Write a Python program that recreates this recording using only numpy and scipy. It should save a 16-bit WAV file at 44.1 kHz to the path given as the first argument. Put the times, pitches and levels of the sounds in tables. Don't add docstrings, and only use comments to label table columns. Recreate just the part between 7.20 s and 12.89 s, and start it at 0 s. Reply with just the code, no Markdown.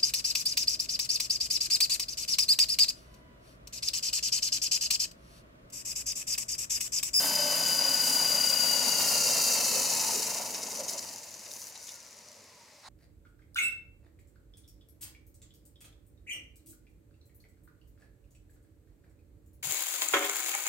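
import sys
import numpy as np
from scipy import signal
from scipy.fft import rfft, irfft, next_fast_len
from scipy.io import wavfile
from scipy.ndimage import map_coordinates

SR = 44100
rng = np.random.default_rng(int(sys.argv[2]) if len(sys.argv) > 2 else 0)


def int16_out(signal):
    q = np.round(np.clip(np.atleast_2d(signal).T, -1, 1) * 32767)
    wavfile.write(sys.argv[1], SR, q.astype(np.int16))


N = 250796
PINION_TEETH, GEAR_TEETH = 13, 150
MOTOR_PER_ROTOR = GEAR_TEETH / PINION_TEETH


def amp(db):
    return 10 ** (np.asarray(db) / 20)


def unit(x):
    return x / np.sqrt(np.mean(x ** 2) + 1e-20)


def along(points, hz):
    f, v = np.transpose(points)
    return np.interp(np.log(hz + 1), np.log(f + 1), v)


def bumps(rows, x):
    return sum(db * np.exp(-((x - centre) / width) ** 2) for centre, width, db in rows)


def curve(points):
    s, value = np.transpose(points)
    return np.interp(np.arange(N) / SR, s, value)


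def wobble(knots_per_s):
    knots = rng.standard_normal(int(N * knots_per_s / SR) + 4)
    return map_coordinates(knots, [np.arange(N) * knots_per_s / SR])


def filtered(x, response):
    m = next_fast_len(N + SR // 2)
    return irfft(rfft(x, m) * response(np.fft.rfftfreq(m, 1 / SR)), m)[..., :N]


def panned(lean_db):
    gains = amp(np.array([lean_db, -lean_db]) / 2).reshape(2, -1)
    return gains / gains.mean(axis=0)


def at_speed(motor_hz, start_db, power):
    return start_db + power * 20 * np.log10(motor_hz / motor_hz[0])


# (centre_hz, width_hz, gain_db)
HOLLOWS = [(3440, 140, -22), (8290, 200, -13)]
# (freq_hz, correlation)
ALIKE = [(60, 0.79), (130, 0.96), (290, 0.97), (640, 0.96), (1410, 0.83), (3100, 0.57), (6820, 0.77),
         (15000, 0.5)]
# (freq_hz, left_minus_right_db)
LEAN = [(60, -0.5), (95, 1), (150, -4.5), (240, -0.5), (380, -1.5), (600, -2.5), (950, -1), (1500, 1.5),
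        (2380, -0.5), (3770, -1), (5980, 4), (9470, -0.5), (15000, 1.5)]


def radiate(pair, spectrum, hollows=HOLLOWS):
    def mid_side(hz):
        angle = np.arccos(np.clip(along(ALIKE, hz), -1, 1)) / 2
        colour = amp(along(spectrum, hz) + bumps(hollows, hz))
        return colour * [np.cos(angle), np.sin(angle)]

    mid, side = filtered(pair, mid_side)
    stereo = np.array([mid + side, mid - side])
    return filtered(stereo, lambda hz: panned(along(LEAN, hz))) / np.std(mid)


def partial(turns, waver_db, blur_rad):
    return unit(amp(waver_db * wobble(45)) * np.sin(2 * np.pi * turns + blur_rad * wobble(60)))


def ringing(centre_hz, width_hz):
    noise = rng.standard_normal(N)
    return unit(filtered(noise, lambda hz: np.exp(-((hz - centre_hz) / width_hz) ** 2)))


def burst(start_s, length_s):
    age = np.clip((np.arange(N) / SR - start_s) / max(length_s, .002), 0, 6)
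    return (1 - np.exp(-12 * age)) * np.exp(-age ** 2)


# (start_db, power_of_speed)
WHINE_LAW = (-27.5, 2.6)
# (centre_hz, half_width_hz)
WHINE_RESONANCE = (4810, 105)
# (edge_hz, steepness)
WHINE_CUTOFF = (4100, 38)
# (centre_hz, width_hz, gain_db)
WHINE_RIPPLE = [(4700, 60, 1.5), (4450, 110, -2.5)]
# (mesh_hz, left_minus_right_db)
WHINE_LEAN = [(4130, 0), (4350, 15), (4735, 22), (4770, 7.5), (4950, 5.5)]


def whine(rotor_turns, motor_hz):
    mesh_hz = PINION_TEETH * motor_hz
    (centre_hz, half_width_hz), (edge_hz, steepness) = WHINE_RESONANCE, WHINE_CUTOFF
    resonance = 1 / np.hypot(1, (mesh_hz - centre_hz) / half_width_hz)
    cutoff = 1 / np.hypot(1, (edge_hz / mesh_hz) ** steepness)
    carried = amp(bumps(WHINE_RIPPLE, mesh_hz)) * resonance * cutoff
    depth = .44 + .13 * wobble(12)
    once = depth * np.cos(2 * np.pi * (rotor_turns - .33 + .05 * wobble(30)))
    twice = .14 * np.cos(2 * np.pi * (2 * rotor_turns + .28))
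    flutter = amp(1.7 * wobble(330) + 1.3 * wobble(130) + .5 * wobble(9))
    mesh_turns = GEAR_TEETH * rotor_turns + .035 * wobble(400)
    mesh = unit((1 + once + twice) * flutter * partial(mesh_turns, waver_db=.6, blur_rad=.2))
    return amp(at_speed(motor_hz, *WHINE_LAW)) * carried * mesh * panned(along(WHINE_LEAN, mesh_hz))


# (start_db, power_of_speed)
MOTOR_LAW = (-48, 4)
ROTOR_LAW = (-48, 5.4)
DRONE_LAW = (-59.5, 4.8)
# (multiple_of_motor_speed, relative_db)
MOTOR = [(3, -0.5), (4, 0), (7, -11.5), (8, 1), (12, -14), (14, -6.5), (18, -27), (20, -6), (21, -8),
         (26, -3), (30, -4.5)]
# (multiple_of_rotor_speed, relative_db)
ROTOR = [(3, -27), (4, -28), (5, -6.5), (6, -16), (7, -29), (8.48, -4), (27.25, -6), (48, -6), (106, -6),
         (212, -21)]
# (multiple_of_rotor_speed, relative_db)
DRONE = [(16.96, 6), (18, 2.5)]
# (centre_hz, width_hz, gain_db)
PANELS = [(960, 70, 4), (1130, 130, -8), (2790, 230, 9.5), (3800, 150, 15), (4780, 300, 27),
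          (6850, 230, 15), (11420, 170, 11)]
# (centre_hz, width_hz, gain_db)
DRONE_RESONANCE = [(588.9, 3, 16)]
OVERTONE_FADE = 0.18


def singing(rotor_turns, motor_hz):
    rotor_hz = motor_hz / MOTOR_PER_ROTOR

    def tone(multiple, db):
        level = amp(db + bumps(PANELS, multiple * motor_hz))
        judder = unit(amp(2.4 * wobble(190)) * (1 + .2 * np.cos(2 * np.pi * rotor_turns)))
        turns = multiple * MOTOR_PER_ROTOR * rotor_turns
        return level * judder * partial(turns, waver_db=2.0, blur_rad=0.63)

    def boom(multiple, db):
        level = amp(db + bumps(DRONE_RESONANCE, multiple * rotor_hz))
        return level * partial(multiple * rotor_turns, waver_db=3, blur_rad=0.21)

    motor = sum(tone(k, at_speed(motor_hz, db, OVERTONE_FADE * k)) for k, db in MOTOR)
    rotors = sum(tone(k / MOTOR_PER_ROTOR, db) for k, db in ROTOR)
    drone = sum(boom(k, db) for k, db in DRONE)
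    return (amp(at_speed(motor_hz, *MOTOR_LAW)) * motor
            + amp(at_speed(motor_hz, *ROTOR_LAW)) * rotors
            + amp(at_speed(motor_hz, *DRONE_LAW)) * drone)


def surface(turns, count):
    position = [turns % 1 * count]
    sides = [map_coordinates(rng.standard_normal(count), position, mode="grid-wrap") for side in range(2)]
    return unit(np.array(sides))


def knocks(rotor_turns, per_turn, spread_db):
    hit = rng.random(N) < np.gradient(rotor_turns) * per_turn
    size = amp(spread_db * rng.uniform(-1.0, 1, N))
    return unit(hit * size * np.sign(rng.standard_normal((2, N))))


def teeth(rotor_turns, gear_db, knock_db):
    sliding = rng.standard_normal((2, N))
    flaws = amp(gear_db) * surface(rotor_turns, count=1200)
    backlash = amp(knock_db) * knocks(rotor_turns, per_turn=45, spread_db=2.0)
    return unit(sliding + flaws + backlash)


# (start_db, power_of_speed, share_of_drive)
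RUMBLE_LAW = (-53.5, 2.23, 0.99)
FRAME_LAW = (-44, 3.37, 0.82)
CANOPY_LAW = (-43, 3.75, 0.44)
RASP_LAW = (-33, 3.78, 0.88)
SIZZLE_LAW = (-36, 4.8, 0.7)
# (time_s, drive_db)
SHAKE = [(0, 2), (0.8, 0), (1.0, 3.5), (1.3, -0.5), (1.8, 7), (2.9, 5.5), (3.75, 7), (4.05, -1.5),
         (4.3, 0.5), (4.8, -3.5), (5.2, 4)]
CHATTER = [(0, -0.5), (0.7, -0.5), (1.0, 1), (1.35, 1.3), (1.7, 5), (2.15, 9), (2.95, 9.5), (3.39, 0.5),
           (3.58, 5), (3.665, 2), (3.72, 8.5), (3.765, 5), (3.82, 5), (4.07, 1), (4.35, 4.5), (4.9, 3.5),
           (5.6, 7)]
# (freq_hz, gain_db)
RUMBLE = [(41, -49), (70, -14), (146, -7), (184, -3), (215, 5), (248, 0), (265, 3), (313, -3), (427, 1),
          (470, 3), (610, -37), (1030, -120)]
FRAME = [(250, -55), (420, -14.5), (514, 3.5), (700, 3), (779, -2.5), (857, 2.5), (959, 3.5), (1230, -9),
         (1420, -6.5), (1500, -8), (1950, -90), (3300, -120)]
CANOPY = [(710, -27), (1200, -5.5), (1440, -10), (1760, -2.5), (1890, -1.5), (2130, 1.5), (2350, -3.5),
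          (2710, 3), (3320, -4), (3500, 1.5), (4550, -15), (7700, -120)]
RASP = [(1940, -60), (3300, -34), (3430, -22), (3720, -9), (3940, -7.5), (4210, -3.5), (4760, 2), (5450, 0),
        (5950, 4), (6450, 1.5), (6990, 4), (8220, -4), (9310, -2.5), (10600, -10.5), (12000, -26),
        (15600, -36), (22000, -120)]
SIZZLE = [(5000, -24.5), (8500, -2.5), (9090, -9.5), (10500, -0.5), (12000, -8), (14000, -2),
          (15800, -13.5)]
# (motor_turns_per_s, width_turns_per_s, swing_db)
RUB_PEAK = [(268, 62, 3.3)]
RUB_TURN = 0.13


def rattle(rotor_turns, motor_hz, ticks, tick_strength):
    chatter_db, shake_db = curve(CHATTER), curve(SHAKE)
    rub_db = bumps(RUB_PEAK, motor_hz) * np.cos(2 * np.pi * (rotor_turns - RUB_TURN))
    tremble_db = 2.03 * wobble(50)
    tick_depth = tick_strength * (1 - motor_hz / motor_hz[0])
    grain = amp(1.28 * wobble(220)) * (1 + tick_depth * ticks) / (1 + tick_depth / 2)

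    def layer(law, drive_db, sway_db, spectrum, gear_db, knock_db):
        start_db, power, share = law
        level_db = at_speed(motor_hz, start_db, power) + share * drive_db + sway_db
        return amp(level_db) * radiate(teeth(rotor_turns, gear_db, knock_db), spectrum)

    rumble_sway_db = 0.82 * wobble(30) + 0.14 * tremble_db
    canopy_sway_db = 0.52 * tremble_db + 0.5 * rub_db
    sizzle_sway_db = 0.058 * rub_db + 0.8 * wobble(19)
    rumble = layer(RUMBLE_LAW, shake_db, rumble_sway_db, RUMBLE, gear_db=-6.0, knock_db=-5.0)
    frame = layer(FRAME_LAW, shake_db, tremble_db, FRAME, gear_db=-3.0, knock_db=-4.0)
    canopy = layer(CANOPY_LAW, chatter_db, canopy_sway_db, CANOPY, gear_db=-6.0, knock_db=1.5)
    rasp = layer(RASP_LAW, chatter_db, rub_db, RASP, gear_db=-4.5, knock_db=-4.5)
    sizzle = layer(SIZZLE_LAW, chatter_db, sizzle_sway_db, SIZZLE, gear_db=-17.0, knock_db=-11)
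    return rumble + frame + canopy + grain * (rasp + sizzle + flares(rotor_turns))


# (start_s, length_s, sizzle_db, rasp_db)
FLARES = [(0.0, 0.085, -35, -54), (0.83, 0.13, -39, -38), (1.242, 0.072, -47, -37), (3.69, 0.039, -45, -47),
          (4.308, 0.2, -51.5, -61), (4.614, 0.15, -58, -53.5)]
FLARE_EDGE_S = .03


def flares(rotor_turns):
    t = np.arange(N) / SR
    force = teeth(rotor_turns, gear_db=-28.0, knock_db=0)
    sizzle, rasp = radiate(force, SIZZLE), radiate(force, RASP)

    def flare(start_s, length_s, sizzle_db, rasp_db):
        to_edge_s = np.minimum(t - start_s, start_s + length_s - t)
        gate = np.clip(to_edge_s / FLARE_EDGE_S + .5, 0, 1)
        return gate * (amp(sizzle_db) * sizzle + amp(rasp_db) * rasp)

    return sum(flare(*row) for row in FLARES)


# (start_s, strength_db, length_s, canopy_over_gears_db, ring_hz)
SCRAPES = [(2.715, -29, 0.013, -13, 5900), (3.17, -28, .008, -12, 5640), (3.343, -27, 0.02, -8, 5400),
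           (3.434, -27, .01, -18, 5070), (3.684, -27, 0.02, -17, 5350), (3.73, -33, .012, -17, 5900),
           (3.78, -25.5, 0.009, -20, 5840), (3.79, -26, 0.0071, -20, 5200), (3.885, -35, .013, -11, 4800),
           (4.259, -38, .011, -1.5, 4700), (4.311, -38, .011, -7, 3930), (4.553, -36.5, .014, -9, 3900),
           (4.679, -37, 0.024, -8, 3620)]


def scrapes(rotor_turns, ring_db):
    force = teeth(rotor_turns, gear_db=-4.0, knock_db=-5)
    gears, canopy = radiate(force, RASP), radiate(force, CANOPY)

    def scrape(start_s, strength_db, length_s, canopy_db, ring_hz):
        body = gears + amp(canopy_db) * canopy + amp(ring_db) * ringing(ring_hz, 300)
        return amp(strength_db - 10) * burst(start_s, length_s) * body

    return sum(scrape(*row) for row in SCRAPES)


CONTACT_S = .0028


def touches(at, sizes):
    return np.convolve(np.bincount(at, sizes, N), np.hanning(round(CONTACT_S * SR)), "same")


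def ticking(rotor_turns, per_turn, scatter, spread_db):
    count = int(rotor_turns[-1] * per_turn)
    slip, size = rng.standard_normal((count, 2)).T
    turns = (np.arange(count) + scatter * slip) / per_turn
    at = np.searchsorted(rotor_turns, turns).clip(0, N - 1)
    return touches(at, amp(spread_db * np.minimum(size, .6)))


# (time_s, pressure_db)
CLICKS = [(3.345, -27), (3.432, -26), (3.552, -28), (3.574, -28), (3.602, -26), (3.607, -27), (3.683, -23),
          (3.691, -24), (3.696, -23), (3.734, -28), (3.778, -26), (3.848, -28), (3.931, -32), (3.961, -30),
          (3.983, -34), (4.116, -36), (4.141, -32), (4.31, -34), (4.316, -32), (4.337, -32), (4.365, -33),
          (4.418, -33), (4.426, -34), (4.442, -34), (4.577, -35), (4.628, -34), (4.674, -33), (4.692, -31),
          (4.72, -36), (4.742, -36), (4.804, -40), (4.829, -41), (4.865, -40), (4.91, -41), (4.929, -41),
          (4.967, -42), (4.989, -39), (5.086, -39.5), (5.117, -40), (5.243, -45)]
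# (time_s, pressure_db)
TICK_LEVEL = [(0, -42), (2.2, -30), (3.3, -32), (3.6, -32), (4.06, -43), (4.14, -38), (4.27, -42),
              (4.33, -36.5), (4.47, -37.5), (4.52, -43), (4.7, -40), (4.8, -46), (4.98, -45), (5.05, -51),
              (5.13, -47), (5.3, -54), (5.6, -56)]
# (freq_hz, relative_db, t60_s)
GEAR_MODES = [(5060, -8.5, 0.0091), (5920, -1, 0.011), (6480, -2, 0.0072), (6760, -5.5, 0.011),
              (9230, -9.5, 0.0055), (10400, -12, 0.0073), (12600, -11.5, .004), (13800, -28, .005)]


def clicks(ticks):
    s, db = np.transpose(CLICKS)
    hard = touches(np.round(s * SR).astype(int), amp(db))
    pressure = np.maximum(ticks * amp(curve(TICK_LEVEL)), hard)
    t = np.arange(SR // 50) / SR

    def ring(hz, t60_s):
        shared, separate = rng.standard_normal(N), rng.standard_normal((2, N))
        grating = pressure * (shared + .35 * separate)
        mode = unit(np.sin(2 * np.pi * hz * t) * 1000 ** (-t / t60_s))[None] / np.sqrt(len(t))
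        return panned(along(LEAN, hz)) * signal.oaconvolve(grating, mode, axes=1)[:, :N]

    return sum(amp(level_db - 8.5) * ring(hz, t60_s) for hz, level_db, t60_s in GEAR_MODES)


# (start_s, strength_db, pitch_hz, length_s)
SHUDDERS = [(0.95, -43, 540, 0.1), (1.736, -51, 161, 0.54), (1.99, -38.5, 540, 0.44),
            (2.507, -33.5, 484, 0.12), (2.7, -37.5, 920, 0.31), (2.936, -38.5, 404, 0.089),
            (3.188, -38.5, 666, 0.051), (3.585, -33.5, 566, 0.051), (3.733, -39.5, 605, 0.057),
            (3.924, -49, 870, 0.083), (4.254, -52, 577, 0.082), (4.55, -48, 800, 0.024),
            (5.056, -58, 636, .08), (5.15, -58, 570, .06), (5.518, -60, 570, 0.044)]


def shudders():
    return sum(amp(strength_db - 6) * burst(start_s, length_s) * ringing(pitch_hz, 100)
               for start_s, strength_db, pitch_hz, length_s in SHUDDERS)


# (start_share_of_turn, start_hz, end_hz, length_share_of_turn)
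SQUEAK = (.25, 4600, 3750, .3)
# (start_db, power_of_speed)
SQUEAK_LAW = (-48, 2.2)


def squeak(rotor_turns, motor_hz):
    turn, start_hz, end_hz, length = SQUEAK
    through = np.clip((rotor_turns - turn + .07 * wobble(14)) % 1 / length, 0, 1)
    pitch_hz = start_hz + (end_hz - start_hz) * through
    chirp = partial(np.cumsum(pitch_hz) / SR + .22 * wobble(700), waver_db=3, blur_rad=1.5)
    slow = np.clip((230 - motor_hz) / 40, 0, 1)
    level = amp(at_speed(motor_hz, *SQUEAK_LAW) + 3 * wobble(14))
    return level * slow * np.sin(np.pi * through) * chirp


# (multiple_of_motor_speed, level_db)
COGGING = [(8, -80), (12, -86)]
# (centre_hz, width_hz, gain_db)
COGGING_RESONANCE = [(990, 150, 13), (1480, 130, 6), (2190, 110, 14)]
COGGING_BELOW = 200


def cogging(rotor_turns, motor_hz):
    motor_turns = rotor_turns * MOTOR_PER_ROTOR
    slow = np.clip((COGGING_BELOW - motor_hz) / 10, 0, 1)

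    def tone(multiple, db):
        level = amp(db + bumps(COGGING_RESONANCE, multiple * motor_hz))
        return level * partial(multiple * motor_turns, waver_db=2.5, blur_rad=.9)

    return slow * sum(tone(k, db) for k, db in COGGING)


# (start_s, rise_s)
RUSTLE_TIME = (5.631, .036)
# (level_db, left_minus_right_db)
RUSTLE_LEVEL = (-49.5, -2)
# (freq_hz, gain_db)
RUSTLE_COLOUR = [(300, -35), (570, -18), (800, -1), (1050, -4), (1500, -7), (2040, -9), (2660, -35),
                 (3340, -10), (4200, -6), (5550, -17), (10000, -21), (13000, -60)]


def rustle():
    (start_s, rise_s), (level_db, lean_db) = RUSTLE_TIME, RUSTLE_LEVEL
    age_s = np.arange(N) / SR - start_s
    swell = (age_s > 0) * np.clip(.25 + .75 * age_s / rise_s, 0, 1)
    noise = radiate(rng.standard_normal((2, N)), RUSTLE_COLOUR)
    return amp(level_db) * swell * panned(lean_db) * noise


# (freq_hz, gain_db)
LAWN = [(15, -50), (25, -27), (48, -32), (59, -20), (102, -11.5), (425, -17.5), (588, -3.5), (740, -17.5),
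        (950, -6.5), (1390, -17.5), (2100, -8.5), (3200, -17.5), (3890, -14), (5200, -9), (15800, -30)]
# (freq_hz, rms_db)
HUM = [(75.5, -82), (99, -76)]


def lawn():
    t = np.arange(N) / SR
    hum = sum(amp(db) * partial(hz * t, waver_db=2.5, blur_rad=.3) for hz, db in HUM)
    return amp(-58.0) * radiate(rng.standard_normal((2, N)), LAWN, hollows=[]) + hum


# (time_s, motor_turns_per_s)
SPEED = [(0, 380.8), (0.5, 374.3), (1.3, 366), (1.7, 359), (2.7, 323.4), (3.1, 300.8), (3.75, 245),
         (4.13, 216.2), (5.05, 159.3), (5.25, 138), (5.69, 84)]


def scene():
    motor_hz = curve(SPEED)
    rotor_turns = np.cumsum(motor_hz) / SR / MOTOR_PER_ROTOR
    ticks = ticking(rotor_turns, per_turn=7.6, scatter=.2, spread_db=3)
    tones = whine(rotor_turns, motor_hz) + singing(rotor_turns, motor_hz)
    slow_tones = squeak(rotor_turns, motor_hz) + cogging(rotor_turns, motor_hz)
    slack = rattle(rotor_turns, motor_hz, ticks, tick_strength=0.34)
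    impacts = scrapes(rotor_turns, ring_db=-1.5) + clicks(ticks) + shudders()
    return tones + slow_tones + slack + impacts + rustle() + lawn()


TOP_HZ = 15900


def record(dry):
    return filtered(dry, lambda hz: hz < TOP_HZ)


dry = scene()
out = record(dry)
int16_out(out)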